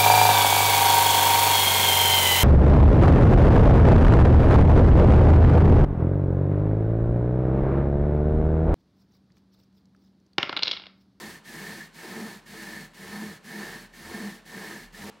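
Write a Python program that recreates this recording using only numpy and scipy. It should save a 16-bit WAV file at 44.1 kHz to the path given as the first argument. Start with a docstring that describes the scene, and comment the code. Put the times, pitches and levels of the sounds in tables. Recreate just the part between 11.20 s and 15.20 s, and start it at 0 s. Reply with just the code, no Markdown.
"""A rope is sawn to and fro about once a second, looped through a steel hook in a plank and twisted
round itself. Its fibres snap past each other and hiss. Its strands scrape and make the hook and the
plank ring, and where the twist binds, the rope judders. Near the end the rubbing stops dead, leaving
the dull echo of the room and a faint rumble."""
import sys
import numpy as np
from scipy import signal
from scipy.fft import rfft, irfft
from scipy.io import wavfile
from scipy.ndimage import uniform_filter1d

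SR = 44100
rng = np.random.default_rng(int(sys.argv[2]) if len(sys.argv) > 2 else 0)


def store_pcm(level_fs):
    """Save levels as 16-bit WAV."""
    pcm = np.round(np.clip(level_fs, -1, 1) * 32767).astype(np.int16)
    wavfile.write(sys.argv[1], SR, np.atleast_2d(pcm).T)


N = 176400


def rope(t):
    """The rope and all it shakes, in stereo. Faster rubbing is denser and louder."""
    speed, (hiss_gain, scrape_gain, hook_gain) = motion(t)
    hum, pulsing = judder(t)
    bumps = wander(rate_hz=70)  # bumps of the twist passing over each other
    roughness = pulsing * from_db(1.1 * bumps)
    grip = 1 - np.exp(-(speed / 0.067) ** 2)  # a creeping rope barely shakes the hook and plank
    hiss, side = fibres(speed, hiss_gain * from_db(.5 * bumps))
    scraping = scrape_gain * scrape(t, speed, roughness)
    ringing = hook(speed, roughness * grip * hook_gain) + snags(t)
    wood = plank(speed, roughness * grip) + thuds(t)
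    stop_s, fade_s = 3.901, 0.0016
    moving = np.clip((stop_s - t) / fade_s + .5, 0, 1)
    return stereo(hiss + scraping + ringing + wood + hum, side) * moving


LAST_TURN_S, CREEP_SPEED = 4.15, 0.044  # the speed left at a turn, as a share of full speed
# Pulls of the rope, each lasting until the next. A peak share above 0.5 moves the fastest part later.
# start_s, peak_share, hiss_db, scrape_db, hook_db
PULLS = [(-.25, 0.48, 1, 2, 1), (0.223, 0.49, 0.5, 0, 1), (0.714, 0.49, 0, 2.5, -1),
         (1.237, 0.49, -0.1, -0.5, 1), (1.715, 0.53, -0.5, 2, 0), (2.216, 0.47, 0, 1.5, 1.5),
         (2.706, 0.53, -0.84, 1, -.5), (3.23, 0.5, -0.3, 1, 1.7), (3.707, 0.51, 0.5, 3.5, -3)]

def motion(t):
    """Each pull breaks loose, speeds up and brakes. Gives the speed (full is about 1) and three gains."""
    pulls = np.array(PULLS)
    turns = np.append(pulls[:, 0], LAST_TURN_S)
    current = np.clip(np.searchsorted(turns, t) - 1, 0, len(pulls) - 1)
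    progress = np.clip((t - turns[current]) / np.diff(turns)[current], 0, 1)
    peak = pulls[current, 1]
    swell = np.abs(np.sin(np.pi * progress)) ** (0.56 + 0.3 * progress)
    lean = np.exp(np.pi ** 2 * (peak - .5) * (progress - (peak + .5) / 2))
    break_loose = 1 - np.exp(-(progress / 0.052) ** 3)
    brake = 1 - np.exp(-((1 - progress) / 0.076) ** 2)
    speed = np.hypot(swell * lean * break_loose * brake, CREEP_SPEED)
    return speed, from_db(pulls[current, 2:]).T


# Tone of the fibres' rough rasp: pitch_hz, level_db
RASP_TONE = [(250, -21), (500, -9), (1400, -2.5), (1900, 5), (2600, -2), (3200, -3), (4300, -1.5),
             (5500, -5.5), (8000, -10), (15500, -22.5)]
# Tone of their bright hiss: pitch_hz, level_db
HISS_TONE = [(1500, -17), (3000, -2.5), (4500, -3), (7000, -3), (9500, -2.5), (12500, -4.5), (15800, -7.5)]

def fibres(speed, strength):
    """Thousands of tiny snaps blur into a rasp and a hiss. 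Gives the middle and side signals."""
    def layer(rate_hz, spread_db, power, tone):
        snaps = clicks(rate_hz * speed, spread_db) * strength * speed ** power
        return through(snaps, tone_filter(tone))
    rasp = lambda: from_db(-47) * layer(rate_hz=9000, spread_db=1, power=0.85, tone=RASP_TONE)
    hiss = lambda: from_db(-51) * layer(rate_hz=16000, spread_db=0.5, power=1, tone=HISS_TONE)
    side = from_db(-13.5) * rasp() + from_db(-31) * hiss()  # fresh snaps give stereo width
    return rasp() + hiss(), side


def strand_slips(speed, strength, power):
    """Thick strands slip in coarse clicks. A higher power makes them grow more steeply with speed."""
    return clicks(rate_hz=2600 * speed, spread_db=3.5) * strength * speed ** power


# Tone of the scraping: pitch_hz, level_db
SCRAPE_TONE = [(150, -33), (280, -4.5), (350, 7), (520, -2.5), (900, 2), (1150, -3.5), (1450, -5),
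               (2100, -8.5), (2700, -19.5), (6000, -33)]
# Notes that the scraping rings (narrow ones ring longer): pitch_hz, width_hz, level_db
SCRAPE_NOTES = [(329.4, 25.2, 5), (379, 32, -0.5), (438.5, 18.4, 5.5), (588, 18, -3.5), (694, 59, -6),
                (795, 41, -4.5), (927, 58, -5), (1085, 51, -9.5), (1268, 19, -3), (1295, 43, -14)]
# Moments when the twist rolls over and scrapes harder: middle_s, extra_db
TWIST_ROLLS = [(.85, 5), (1.335, 7.5), (1.83, 2), (1.885, 2.5), (2.31, 4), (2.895, 7), (3.325, 5.5)]

def scrape(t, speed, strength):
    """Scraping strands make a dry noise and a ringing that swells as the twist rolls over."""
    roll = from_db(sum(db * np.exp(-((t - middle) / 0.015) ** 2) for middle, db in TWIST_ROLLS))
    slips = lambda: strand_slips(speed, strength, power=2.23)
    noise = through(slips(), tone_filter(SCRAPE_TONE))
    ringing = through(slips() * roll, ring(SCRAPE_NOTES))
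    return from_db(-50) * (noise + from_db(1.5) * ringing)


JUDDER_SAG, JUDDER_SAG_S = .22, 0.112  # share the pitch falls away from the middle, and over how long
# Places where the twist binds: middle_s, length_s, pitch_hz, level_db
BINDS = [(.06, 0.037, 208, -42.5), (.375, 0.028, 160, -43.5), (.565, 0.039, 200, -48),
         (1.014, 0.14, 221.6, -38.5), (1.57, 0.021, 196, -45), (2.01, 0.15, 219.3, -38.5),
         (2.379, 0.08, 206, -40), (2.955, 0.019, 210, -35.5), (3.05, 0.084, 211.7, -36),
         (3.385, 0.078, 205, -42), (3.568, 0.024, 207, -43.5), (3.85, 0.075, 202, -43)]

def judder(t):
    """The tight rope sticks and slips almost evenly. Gives its hum and the pulsing of the rubbing."""
    hum, pulsing = np.zeros(N), np.zeros(N)
    drift = 1 + 0.056 * wander(rate_hz=90)
    for middle, length, hz, db in BINDS:
        swell = np.exp(-np.abs(2 * (t - middle) / length) ** 3 / 2)
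        arch = 1 - JUDDER_SAG * (1 - np.exp(-((t - middle) / JUDDER_SAG_S) ** 2))
        slip_count = np.cumsum(hz * arch * drift) / SR
        wave = swell * np.sin(2 * np.pi * (slip_count - np.interp(middle, t, slip_count)))
        hum += np.sqrt(2) * from_db(db) * wave
        pulsing += wave
    flutter = from_db(0.35 * wander(rate_hz=70))
    return hum * flutter, 1 + 0.49 * pulsing


# Notes of the steel hook: pitch_hz, width_hz, level_db
HOOK_NOTES = [(1531, 18, -7.5), (1616, 30, -2), (1700, 52, 0.5), (1732, 41.5, 4.5), (1811.6, 45.5, 5),
              (1845, 52, -10), (1958, 20, -11), (2010, 22, -18), (2176, 27, -10), (2196, 48, -4),
              (4393, 17.5, -6)]

def hook(speed, strength):
    """Slipping strands keep the steel hook ringing."""
    return from_db(-45.5) * through(strand_slips(speed, strength, power=1.33), ring(HOOK_NOTES))


# Jerks on the hook: start_s, level_db, pitch_hz
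HOOK_JERKS = [(.466, -29, 1810), (.606, -30.5, 1740), (.616, -31, 1740), (.671, -44, 1840),
              (1.263, -47, 1770), (1.413, -33, 1800), (2.244, -46, 1750), (2.377, -34, 1824),
              (2.737, -42, 1810), (3.745, -39, 1790)]

def snags(t, rise_s=.001, decay_s=0.0063):
    """A strand catches and lets go, and the hook rings briefly."""
    pings = np.zeros(N)
    for start, db, hz in HOOK_JERKS:
        age = np.maximum(t - start, 0)
        loudness = from_db(db) * (1 - np.exp(-age / rise_s)) * np.exp(-age / decay_s)
        pings += loudness * np.sin(2 * np.pi * hz * age)
    return pings


# Low notes of the plank: pitch_hz, width_hz, level_db
PLANK_NOTES = [(96, 27, -16), (118, 28, -19), (157.4, 16.2, -5.5), (197, 24.6, -1), (235, 28.3, -6)]

def plank(speed, strength):
    """Slow slips stir the plank's lowest notes and fast ones the higher, so its groan rises and falls."""
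    shares = np.array([from_db(db) * np.sqrt(width) for _, width, db in PLANK_NOTES])
    groan = np.zeros(N)
    for share, note in zip(shares / np.linalg.norm(shares), PLANK_NOTES):
        octaves_up = np.log2(note[0] / 205)
        power = max(0.82 + 0.93 * octaves_up, .5)
        groan += share * through(strand_slips(speed, strength, power), ring([note]))
    band = signal.butter(2, (95, 292), "band", fs=SR, output="sos")  # it gives off little outside this
    return from_db(-47.5) * signal.sosfilt(band, groan)


# Soft thuds of the plank: middle_s, level_db
PLANK_THUDS = [(.09, -57), (1.88, -57), (2.09, -55), (2.89, -50.5), (3.849, -51)]

def thuds(t, pitch_hz=81.4, swell_s=0.052):
    """The plank bends under the pull and swings a few times."""
    swing = lambda age: np.exp(-(age / swell_s) ** 2) * np.sin(2 * np.pi * pitch_hz * age)
    return sum(from_db(db) * swing(t - middle) for middle, db in PLANK_THUDS)


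# Tone of the room's echo: pitch_hz, level_db
ECHO_TONE = [(60, -6), (220, -3), (400, -4.5), (900, 1.5), (1400, 2.5), (1800, -6), (2700, 2), (4500, -5),
             (8000, -6), (15000, -17)]

def room(sound, fade_s=1):
    """A dull echo that falls 60 dB in fade_s. Above the bass it differs a little at each ear."""
    t = np.arange(SR) / SR
    def echo():
        bounces = rng.standard_normal(SR) * from_db(-60 * t / fade_s) * (1 - np.exp(-t / .01))
        return through(through(sound, bounces / np.linalg.norm(bounces)), tone_filter(ECHO_TONE))
    side = signal.sosfilt(signal.butter(2, 233, "high", fs=SR, output="sos"), echo())
    return from_db(-16.5) * stereo(echo(), 0.16 * side)


# Tone of the room's steady noise: pitch_hz, level_db
AIR_TONE = [(20, -26), (38, -10), (60, -21), (120, -7.5), (300, -4), (1000, -8), (4000, -41), (15000, -50)]
# Loudness of the low rumble: time_s, level_db
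RUMBLE_LEVELS = [(0.0, -72), (0.18, -69), (0.21, -80), (0.37, -63), (0.8, -73), (1.67, -63), (1.76, -72),
                 (1.96, -65), (2.15, -85), (2.51, -60.5), (3.58, -70), (3.66, -55), (3.8, -60), (4.0, -86)]

def background(t, rumble_hz=40, air_db=-63):
    """Faint room noise with a low rumble that comes and goes."""
    air = lambda: through(rng.standard_normal(N), tone_filter(AIR_TONE))
    pitch_hz = rumble_hz * (1 + 0.06 * wander(rate_hz=10))
    loudness = from_db(np.interp(t, *np.array(RUMBLE_LEVELS).T))
    rumble = loudness * unit_level(np.sin(2 * np.pi * np.cumsum(pitch_hz) / SR))
    return stereo(from_db(air_db) * air() + rumble, from_db(air_db - 7) * air())


def from_db(db):
    """Turn decibels into a number to multiply by."""
    return 10 ** (np.asarray(db) / 20)


def unit_level(sound):
    """Scale to an average power of 1."""
    return sound / np.sqrt(np.mean(sound ** 2))


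def wander(rate_hz):
    """A smooth random curve that heads for a new value rate_hz times a second."""
    step = max(int(SR / rate_hz), 1)
    stairs = np.repeat(rng.standard_normal(N // step + 1), step)
    return unit_level(uniform_filter1d(stairs, step)[:N])


def clicks(rate_hz, spread_db):
    """Random clicks of uneven size, about rate_hz a second, with an average power of 1."""
    chance = np.clip(rate_hz / SR, 1e-4, 1)
    hits = (rng.random(N) < chance) * rng.choice([-1, 1], N)
    sizes = from_db(spread_db * np.clip(rng.standard_normal(N), -2, 2))
    return unit_level(hits * sizes / np.sqrt(chance))


def tone_filter(points):
    """A short filter shaped by a tone table. Only the differences between its levels count."""
    hz, db = np.array(points, float).T
    grid_hz = np.fft.rfftfreq(4096, 1 / SR) + 1
    curve_db = np.interp(np.log(grid_hz), np.log(hz), db)
    cepstrum = irfft(np.log(from_db(curve_db)))
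    cepstrum[1:] *= 2  # keeping just the first half, doubled, packs the response at its start
    cepstrum[len(cepstrum) // 2:] = 0
    response = irfft(np.exp(rfft(cepstrum)))
    return response / np.linalg.norm(response)


def ring(notes):
    """How an object with these notes rings after one tap."""
    t = np.arange(SR // 4) / SR
    response = np.zeros(len(t))
    for k, (hz, width, db) in enumerate(notes):
        fade = from_db(db) * width * np.exp(-np.pi * width * t)
        response += (-1) ** k * fade * np.cos(2 * np.pi * hz * t)
    return response / np.linalg.norm(response)


def through(sound, response):
    """Play a sound through a filter or a ringing object."""
    return signal.fftconvolve(sound, response)[:N]


def stereo(middle, side):
    """Left and right share the middle; the side makes them differ."""
    return np.array([middle + side, middle - side])


def scene():
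    """The rope, its echo and the quiet room."""
    t = np.arange(N) / SR
    direct = rope(t)
    return direct + room(direct.mean(axis=0)) + background(t)


def record(dry, top_hz=15850):
    """Tip the sound slightly to the right and cut the highest treble."""
    treble_cut = signal.ellip(10, .1, 80, top_hz, fs=SR, output="sos")
    return signal.sosfilt(treble_cut, dry * from_db([[-.12], [.12]]))


dry = scene()
out = record(dry)
store_pcm(out)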